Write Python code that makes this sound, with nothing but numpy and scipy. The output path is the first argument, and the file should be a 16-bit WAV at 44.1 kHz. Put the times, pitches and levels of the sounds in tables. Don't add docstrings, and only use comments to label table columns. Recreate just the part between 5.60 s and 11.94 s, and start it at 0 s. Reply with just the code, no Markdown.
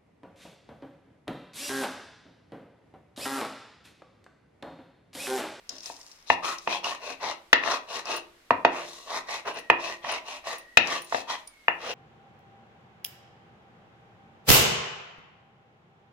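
import sys
import numpy as np
from scipy import signal
from scipy.fft import rfft, irfft
from scipy.io import wavfile
from scipy.ndimage import uniform_filter1d

SR = 44100
rng = np.random.default_rng(int(sys.argv[2]) if len(sys.argv) > 2 else 0)


def materialize(psi):
    bounded = np.clip(np.atleast_2d(psi).T, -1, 1)
    quanta = np.round(bounded * 32767).astype(np.int16)
    wavfile.write(sys.argv[1], SR, quanta)


N = 279594
TIME = np.arange(N) / SR


def undb(db):
    return 10 ** (np.asarray(db) / 20)


def unit(x):
    return x / np.sqrt(np.mean(x ** 2))


def unit_onset(x):
    return x / np.sqrt(np.mean(x[:, :SR // 100] ** 2))


def sides(pan_db):
    return undb(np.array([[.5], [-.5]]) * pan_db)


def add(out, start_s, sound):
    start = int(start_s * SR)
    out[:, start:start + sound.shape[1]] += sound[:, :N - start]


def convolve(x, response):
    return signal.oaconvolve(x, np.atleast_2d(response), axes=1)[:, :x.shape[1]]


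def colour(x, points, size=2048):
    hz, db = np.transpose(points)
    bins_hz = np.arange(size // 2 + 1) * SR / size
    outline_db = np.interp(np.log(bins_hz + 1), np.log(hz), db)
    cepstrum = irfft(np.log(undb(outline_db)))
    cepstrum[1:size // 2] *= 2
    cepstrum[size // 2 + 1:] = 0
    return convolve(x, irfft(np.exp(rfft(cepstrum))))


def ring(modes, t, detune=0.):
    t = np.maximum(t, 0)
    shifts = 1 + detune * rng.standard_normal(len(modes))
    total = 0
    for k, (hz, db, t60) in enumerate(modes):
        decay = undb(db - 60 * t / t60)
        total = total + (-1) ** k * decay * np.sin(2 * np.pi * hz * shifts[k] * t)
    return total


def grits(per_s, spread_db, shared, lag_samples=3):
    shape = (3, N)
    sizes = undb(spread_db * np.minimum(rng.exponential(size=shape), 4))
    catches = rng.random(shape) < per_s / SR
    both, left, right = catches * sizes * rng.choice([-1, 1], shape)
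    common = np.array([np.roll(both, lag_samples), both])
    return np.sqrt(shared) * common + np.sqrt(1 - shared) * np.array([left, right])


def burst(points, decay_s, channels=2, rise_s=0.0019):
    t = np.arange(SR // 10) / SR
    shape = (1 - np.exp(-t / rise_s)) * np.exp(-t / decay_s)
    return unit_onset(colour(rng.standard_normal((channels, len(t))) * shape, points))


def arch(start_s, rise_s, fall_s):
    turn = np.interp(TIME, [start_s, start_s + rise_s, start_s + rise_s + fall_s], [0, 1, 0])
    return np.sin(np.pi / 2 * turn)


def nearness(hz, centre_hz, octaves=0.46):
    return np.exp(-(np.log2(hz / centre_hz) / octaves) ** 2)


# (frequency [Hz], relative level [dB])
AIR = [(20, 2), (60, 3), (120, -4.5), (300, -0.5), (900, -4), (2000, -4), (4000, -9), (7000, -16),
       (13000, -20), (16000, -31)]


def air(level_db=-60.5):
    mid, side = rng.standard_normal((2, 1, N))
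    side = colour(side, [(100, -17), (600, -5.0), (1500, 0.0)])
    return undb(level_db) * unit(colour(mid + np.array([[1], [-1]]) * side, AIR))


# (start [s], building [s], fading [s])
PRESS = (0.038, 0.25, 0.4)
# (time [s], onset level before panning [dB])
CRUNCH_EVENTS = [(0.0921, -33), (0.1531, -52), (0.1648, -48), (0.1822, -45), (0.205, -45), (0.2316, -46),
                 (0.2579, -37), (0.3648, -49), (0.413, -48), (0.5142, -50.5), (0.9837, -40), (1.242, -37),
                 (2.4548, -40), (5.2719, -36.5), (5.875, -52.5)]
# (frequency [Hz], relative level [dB])
CRUNCH_COLOUR = [(500, -21.5), (2500, -11), (4200, -2), (5300, 9), (6500, -0.5), (8000, -13),
                 (15000, -23.5)]


def crunches(pan_db=4, crackle_per_s=140, crackle_db=-53.5):
    crackle = unit(colour(grits(crackle_per_s, 2.5, 0.78), CRUNCH_COLOUR))
    out = undb(crackle_db) * arch(*PRESS) * crackle
    for start_s, db in CRUNCH_EVENTS:
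        add(out, start_s, undb(db) * burst(CRUNCH_COLOUR, 0.0031, rise_s=0.00039))
    return sides(pan_db) * out


# (frequency [Hz], decay by 60 dB [s])
ROOM_T60 = [(150, .5), (400, 0.45), (1000, 0.336), (2800, 0.3), (7000, 0.2237), (14000, 0.2)]
# (frequency [Hz], relative level [dB], decay by 60 dB [s])
ROOM_MODES = [(150, -3.5, 0.69), (184, -1, 0.7), (269.3, 2, 0.3), (342.9, -1.7, 0.7)]


def kitchen(x, wet_db=-6.0, early_db=-12, early_s=0.0045, standing_db=-56):
    t = np.arange(SR // 2) / SR
    hz, t60 = np.transpose(ROOM_T60)
    bins_hz = np.arange(len(t) // 2 + 1) * SR / len(t) + 1
    mid, side = rfft(rng.standard_normal((2, len(t))))
    alike = np.sinc(bins_hz / 1500)
    field = np.sqrt((1 + alike) / 2) * mid + np.array([[1], [-1]]) * np.sqrt((1 - alike) / 2) * side
    tail = 0
    for band, decay_s in zip(np.eye(len(hz)), t60):
        weight = np.interp(np.log(bins_hz), np.log(hz), band)
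        tail = tail + irfft(field * weight, len(t)) * undb(-60 * t / decay_s)
    diffuse = undb(wet_db) * np.clip(t / 0.0025, 0, 1) / np.sqrt(0.034 * SR)
    cluster = (t > early_s) * np.exp(-np.abs(t - early_s) / 0.0033)
    early = undb(early_db) * cluster / np.sqrt(0.06 * SR)
    walls = colour(tail * (diffuse + early), [(300, 3.0), (4000, 2), (7000, 1), (14000, -7.5)])
    return convolve(x, walls + undb(standing_db) * ring(ROOM_MODES, t))


# (start [s], speeding up [s], slowing down [s],
# slab rumble [dB], rumble centre [Hz], muller rasp [dB], grit sizzle [dB], salt hiss [dB])
STROKES = [(0.093, 0.0083, 0.16, -54, 543, -63, -55, -63), (0.2, 0.072, 0.085, -56.5, 910, -54, -50, -48),
           (0.31, 0.062, 0.32, -63, 803, -68.5, -67, -59.5),
           (0.65, 0.071, 0.037, -54.5, 920, -52.5, -40.5, -51.5),
           (0.816, 0.045, 0.14, -30, 1250, -37, -37.5, -42.5), (0.96, .09, .06, -65, 880, -65, -57, -58),
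           (1.055, 0.076, 0.078, -32, 880, -32.5, -37, -47.5),
           (1.224, 0.035, 0.14, -32, 890, -36, -37.5, -47),
           (1.383, 0.1, 0.098, -39, 740, -42.5, -44.5, -53.5),
           (1.59, 0.074, 0.11, -32.5, 970, -37.5, -38, -51.5),
           (2.0, 0.12, 0.086, -28.5, 1040, -35.5, -35, -47),
           (2.261, 0.095, 0.085, -36.5, 795, -40, -39.5, -47.5),
           (2.435, 0.09, 0.098, -32, 847, -35.5, -37.5, -48),
           (3.09, 0.082, 0.14, -37, 900, -41, -47, -54.5), (3.15, 0.14, 0.35, -51.5, 700, -55, -48, -54),
           (3.453, .1, 0.08, -33, 910, -37.5, -39, -47.5), (3.655, 0.076, .1, -36.5, 790, -37, -38.5, -48),
           (3.843, 0.034, 0.075, -31, 830, -39, -43.5, -54),
           (3.92, 0.063, 0.033, -40.5, 855, -41, -46.5, -59),
           (4.17, .095, 0.13, -37, 740, -37.5, -40.5, -51.5),
           (4.41, 0.11, 0.1, -33.5, 950, -35, -39.5, -51.5),
           (4.63, 0.085, 0.11, -42, 780, -41.5, -44, -52.5),
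           (4.828, 0.065, 0.12, -36.5, 980, -38.5, -41, -48.5), (4.96, .04, 0.065, -75, 700, -62, -60, -76),
           (5.22, 0.11, 0.11, -33.5, 870, -34, -38, -47), (5.39, 0.16, 0.043, -64, 706, -57, -52, -54.5),
           (5.496, 0.07, 0.088, -42.5, 756, -42, -41, -49.5),
           (5.666, 0.042, 0.086, -32.5, 1060, -35.5, -37.5, -49),
           (5.75, 0.033, 0.07, -73, 810, -61, -60, -63), (6.17, 0.13, 0.056, -36, 690, -37.5, -41.5, -53)]
RISE_POWERS = (1.3, 1.399, 1.5, 1.6)
FALL_POWERS = (2.4, 1.8, 2.77, 2.07)
# (rumble [s], rasp [s], sizzle [s], hiss [s])
LAYER_DELAYS_S = (.002, .003, .004, .006)


def stroke_controls():
    gains = np.zeros((len(RISE_POWERS), N))
    for start_s, rise_s, fall_s, rumble_db, _, rasp_db, sizzle_db, hiss_db in STROKES:
        speed = arch(start_s, rise_s, fall_s)
        moving = np.flatnonzero(speed)
        rising = TIME[moving] < start_s + rise_s
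        levels_db = (rumble_db, rasp_db, sizzle_db, hiss_db)
        for gain, db, up, down in zip(gains, levels_db, RISE_POWERS, FALL_POWERS):
            stroke_gain = undb(db) * speed[moving] ** np.where(rising, up, down)
            gain[moving] = np.hypot(gain[moving], stroke_gain)
    delayed = [np.interp(TIME - delay_s, TIME, gain) for gain, delay_s in zip(gains, LAYER_DELAYS_S)]
    start_s, rise_s, _, _, centre_hz, *_ = np.transpose(STROKES)
    return delayed, np.interp(TIME, start_s + rise_s, centre_hz)


def sway(x, modes, steady_db, sway_db=8.5, rate_hz=12, sharpness=9):
    out = x
    knots_s = np.arange(0, N / SR + 1, 1 / rate_hz)
    for (hz, _, _), steady in zip(modes, steady_db):
        band = signal.lfilter(*signal.iirpeak(hz, sharpness, fs=SR), x)
        wander_db = sway_db * rng.standard_normal(len(knots_s)).clip(-2, 1.5)
        db = wander_db + np.interp(knots_s, TIME, steady + np.zeros(N))
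        out = out + (np.interp(TIME, knots_s, undb(db)) - 1) * band
    return out / np.sqrt(uniform_filter1d(np.mean(out ** 2, axis=0), SR // 16) + 1e-12)


def slips(per_s=55, lift=0.71, slip_s=.004):
    snags = (rng.random(N) < per_s / SR) * rng.uniform(0.85, 0.89, N)
    return unit(1 + lift * signal.lfilter([1], [1, -np.exp(-1 / (slip_s * SR))], snags))


# (frequency [Hz], relative level [dB], decay by 60 dB [s])
SLAB = [(331.5, -15, 0.019), (505, -6, 0.017), (682, -3.5, 0.025), (863, -1.5, 0.019), (956, -1.5, 0.024),
        (1120, -0.5, 0.011), (1292, -6.5, 0.009), (1230, -5.5, 0.0026)]
MULLER = [(1380, -2.5, 0.0092), (1784.6, -2.5, 0.023), (1927, 0.5, 0.011), (2113, -8.5, 0.022)]
CLACK = [(2454, 0, 0.024), (2624, 0, 0.016), (2830, -2.5, 0.029), (3390, -20.5, 0.029)]
# (frequency [Hz], relative level [dB])
RUMBLE = [(50, -53), (150, -23.5), (280, -16.5), (400, -9), (580, -2.5), (740, -6), (920, -10), (1110, -3),
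          (1320, -10.5), (1550, -11.5), (2000, -15.5), (3500, -52.5)]
RASP = [(900, -23), (1550, -12), (1870, 2.5), (2230, -2), (2680, 4), (3000, -2), (3400, -3.5),
        (4500, -46.5)]
SIZZLE = [(2400, -29), (3400, 0.5), (4050, 5.5), (4700, -1.5), (5500, 1.5), (6300, -1.5), (7400, -38),
          (10000, -47)]
HISS = [(4000, -41.5), (6500, 6), (7700, -1.5), (9400, -1.5), (11000, -9), (13000, -12), (16000, -21)]
# (time [s], left minus right [dB])
PLACE = [(0, 8), (1.1, 6.5), (2.6, 5), (3.4, 2.5), (4.4, 2), (5.3, 2), (5.7, 2.5), (6.3, 1)]
# (time [s], drive of the contact modes over the muller modes in the rasp [dB])
EDGE = [(0.1, -3), (0.9, 12), (1.3, 3.5), (2.1, 1.5), (3.6, -5.5), (4.5, -3), (5.3, -3), (6.3, 3)]


def scraping(focus_db=11, focus_db_per_octave=9, rumble_pan_db=-0.2, sizzle_further_db=2, hiss_pan_db=-2):
    (rumble_gain, rasp_gain, sizzle_gain, hiss_gain), centre_hz = stroke_controls()
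    place = sides(np.interp(TIME, *np.transpose(PLACE)))
    judder_filter = signal.butter(2, 110, fs=SR, output="sos")
    judder = unit(signal.sosfilt(judder_filter, rng.standard_normal(N)))
    focus = focus_db + focus_db_per_octave * np.log2(centre_hz / np.mean(centre_hz))
    near_centre_db = [focus * nearness(hz, centre_hz) - 3.5 for hz, _, _ in SLAB]
    edge_db = np.interp(TIME, *np.transpose(EDGE))
    leaning_db = [-edge_db / 2] * len(MULLER) + [edge_db / 2] * len(CLACK)
    coarse = colour(grits(1000, 2.3, 0.85), RUMBLE)
    rumble = sway(coarse, SLAB, near_centre_db, sway_db=5.5) * rumble_gain
    rasp = sway(colour(grits(1800, 1.8, 0.11), RASP), MULLER + CLACK, leaning_db) * rasp_gain
    sizzle = unit(colour(grits(2500, 1.9, 0.61), SIZZLE)) * sizzle_gain
    hiss = unit(colour(grits(2300, 1.7, 0.076), HISS)) * hiss_gain
    rub = sides(rumble_pan_db) * rumble + sides(hiss_pan_db) * hiss
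    rub = rub + place * (rasp + sides(sizzle_further_db) * sizzle)
    return undb(0.77 * judder) * slips() * rub


def knock(modes, rise_s, right_lead_s, rattle=.5):
    t = np.arange(SR // 10) / SR
    swell = 1 - np.exp(-(t / rise_s) ** 2)
    clean = ring(modes, t + np.array([[0], [right_lead_s]]), detune=0.0067) * swell
    contacts = rng.standard_normal((2, len(t))) * np.exp(-t / 0.001)
    return unit_onset(unit(clean) + rattle * unit(convolve(clean, contacts)))


# (time [s], floor thump [dB],
# slab thud [dB], thud centre [Hz], muller note [dB], clack [dB], spit of grit [dB], left minus right [dB])
KNOCKS = [(0.121, -59.5, -52, 490, -68, -66, -64, 1), (0.298, -62, -39.5, 1010, -57, -62, -67, 1),
          (0.7, -45, -15.5, 1090, -18.5, -20.5, -31.5, 3.5), (0.843, -79, -31, 1140, -46, -42, -47, 1),
          (1.0736, -49.5, -24.5, 900, -35, -31.5, -39.5, -2.5),
          (1.243, -72, -55, 1000, -51, -31.5, -43, -2), (1.6378, -59.5, -33, 1160, -59, -47, -48.5, 9),
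          (1.929, -47, -16.5, 1120, -9.5, -16.5, -18.5, 2), (2.035, -58, -45, 950, -31, -35, -45, 9),
          (2.074, -72, -32.5, 1090, -31, -53, -49, 8), (2.9056, -37.5, -13, 1330, -22, -27.5, -36, -2.1),
          (3.048, -39.5, -11.5, 1100, -19.5, -21.5, -29, 0), (3.689, -77.5, -37, 750, -42, -46, -47, -3),
          (4.0991, -45, -14, 1070, -15, -15.5, -30.5, -2), (4.445, -59, -38, 1010, -39, -60, -59, -4),
          (5.1712, -38.5, -19.5, 560, -14.5, -10.5, -15, 4.5), (5.523, -62, -25, 740, -34, -57, -42, -2),
          (5.5443, -48, -22.5, 750, -29.5, -48.5, -36, 2.5), (6.081, -49, -22, 1200, -17, -21, -44, 2.5)]
# (frequency [Hz], relative level [dB])
THUMP = [(25, -16.5), (70, -11), (150, -2.5), (250, 2), (400, -1), (900, -46.5)]
CRACK = [(200, -17), (450, -20.5), (800, 14), (1300, -2.5), (1600, 4), (2200, -5), (2900, -38.5),
         (4500, -46)]
SPIT = [(300, -5), (1400, 4), (3500, 12.5), (4900, 3.5), (6200, -1.5), (8000, -22), (15000, -50.5)]


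def knocks(crack_db=-9.5, focus_db=5, thud_pan_share=0.56):
    out = np.zeros((2, N))
    for start_s, thump_db, thud_db, centre_hz, note_db, clack_db, spit_db, pan_db in KNOCKS:
        struck = [(hz, db + focus_db * nearness(hz, centre_hz), t60) for hz, db, t60 in SLAB]
        thump = undb(thump_db) * burst(THUMP, 0.017, channels=1)
        thud = undb(thud_db) * knock(struck, 0.00085, 0.0001, rattle=0.65)
        crack = undb(thud_db + crack_db) * burst(CRACK, 0.0012, channels=1)
        note = undb(note_db) * knock(MULLER, 0.0016, 0.00016, rattle=0.78)
        clack = undb(clack_db) * knock(CLACK, 0.00037, .0001, rattle=1.0)
        spit = undb(spit_db) * burst(SPIT, 0.004)
        broad = sides(thud_pan_share * pan_db) * (thump + thud + crack)
        add(out, start_s, broad + sides(pan_db) * (note + clack + spit))
    return out


# (time [s], peak level before panning, without the tick [dB])
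TINKLES = [(2.5631, -30.5), (3.9404, -47.5), (3.9886, -36.5), (4.518, -32.5), (4.9816, -35.5),
           (5.418, -34.5), (5.4445, -39), (5.873, -34.5)]
# (frequency [Hz], relative level [dB], decay by 60 dB [s])
BANGLE = [(9180, -1, .11), (9530, 5, 0.05), (10000, 0, 0.04), (14750, -3, .06), (15350, -5, 0.05)]


def bangle(tick_db=-18):
    out, t = np.zeros((2, N)), np.arange(SR // 4) / SR
    tick_colour = [(2000, -31), (5500, 9.5), (10000, -0.5), (16000, -2.5)]  # (Hz, dB)
    for start_s, db in TINKLES:
        chatter = rng.laplace(size=(2, len(t))) * np.exp(-t / 0.0017)
        tinkle = convolve(chatter, ring(BANGLE, t, detune=0.0035))
        add(out, start_s, undb(db) * sides(-1) * tinkle / np.abs(tinkle).max())
        add(out, start_s, undb(db + tick_db) * burst(tick_colour, 0.0034))
    return out


# (start [s], swelling [s], fading [s],
# starting pitch [Hz], glide [Hz/s], peak level [dB])
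WHISTLES = [(3.9, .15, .5, 1940, -150, -52), (4.9, 0.16, .22, 1863, 203.5, -53),
            (5.749, 0.37, .08, 2380, -800, -59)]


def whistle(waver_share=0.015, flicker_db=3):
    slow = signal.butter(2, 70, fs=SR, output="sos")
    waver, flicker = unit(signal.sosfilt(slow, rng.standard_normal((2, 2, N))))
    out = np.zeros((2, N))
    for start_s, rise_s, fall_s, hz, glide, db in WHISTLES:
        pitch = (hz + glide * (TIME - start_s)) * (1 + waver_share * waver)
        tone = np.sin(2 * np.pi * np.cumsum(pitch, axis=1) / SR)
        out += undb(db) * arch(start_s, rise_s, fall_s) * tone
    return out * undb(flicker_db * flicker)


def scene():
    background = air()
    work = crunches() + scraping() + bangle()
    blows = knocks()
    return background + blows + work + kitchen(blows + undb(-0.5) * work) + whistle()


def record(dry, top_hz=15900):
    clipped = np.clip(dry, -1, 1)
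    return signal.sosfilt(signal.ellip(8, .2, 70, top_hz, fs=SR, output="sos"), clipped)


dry = scene()
out = record(dry)
materialize(out)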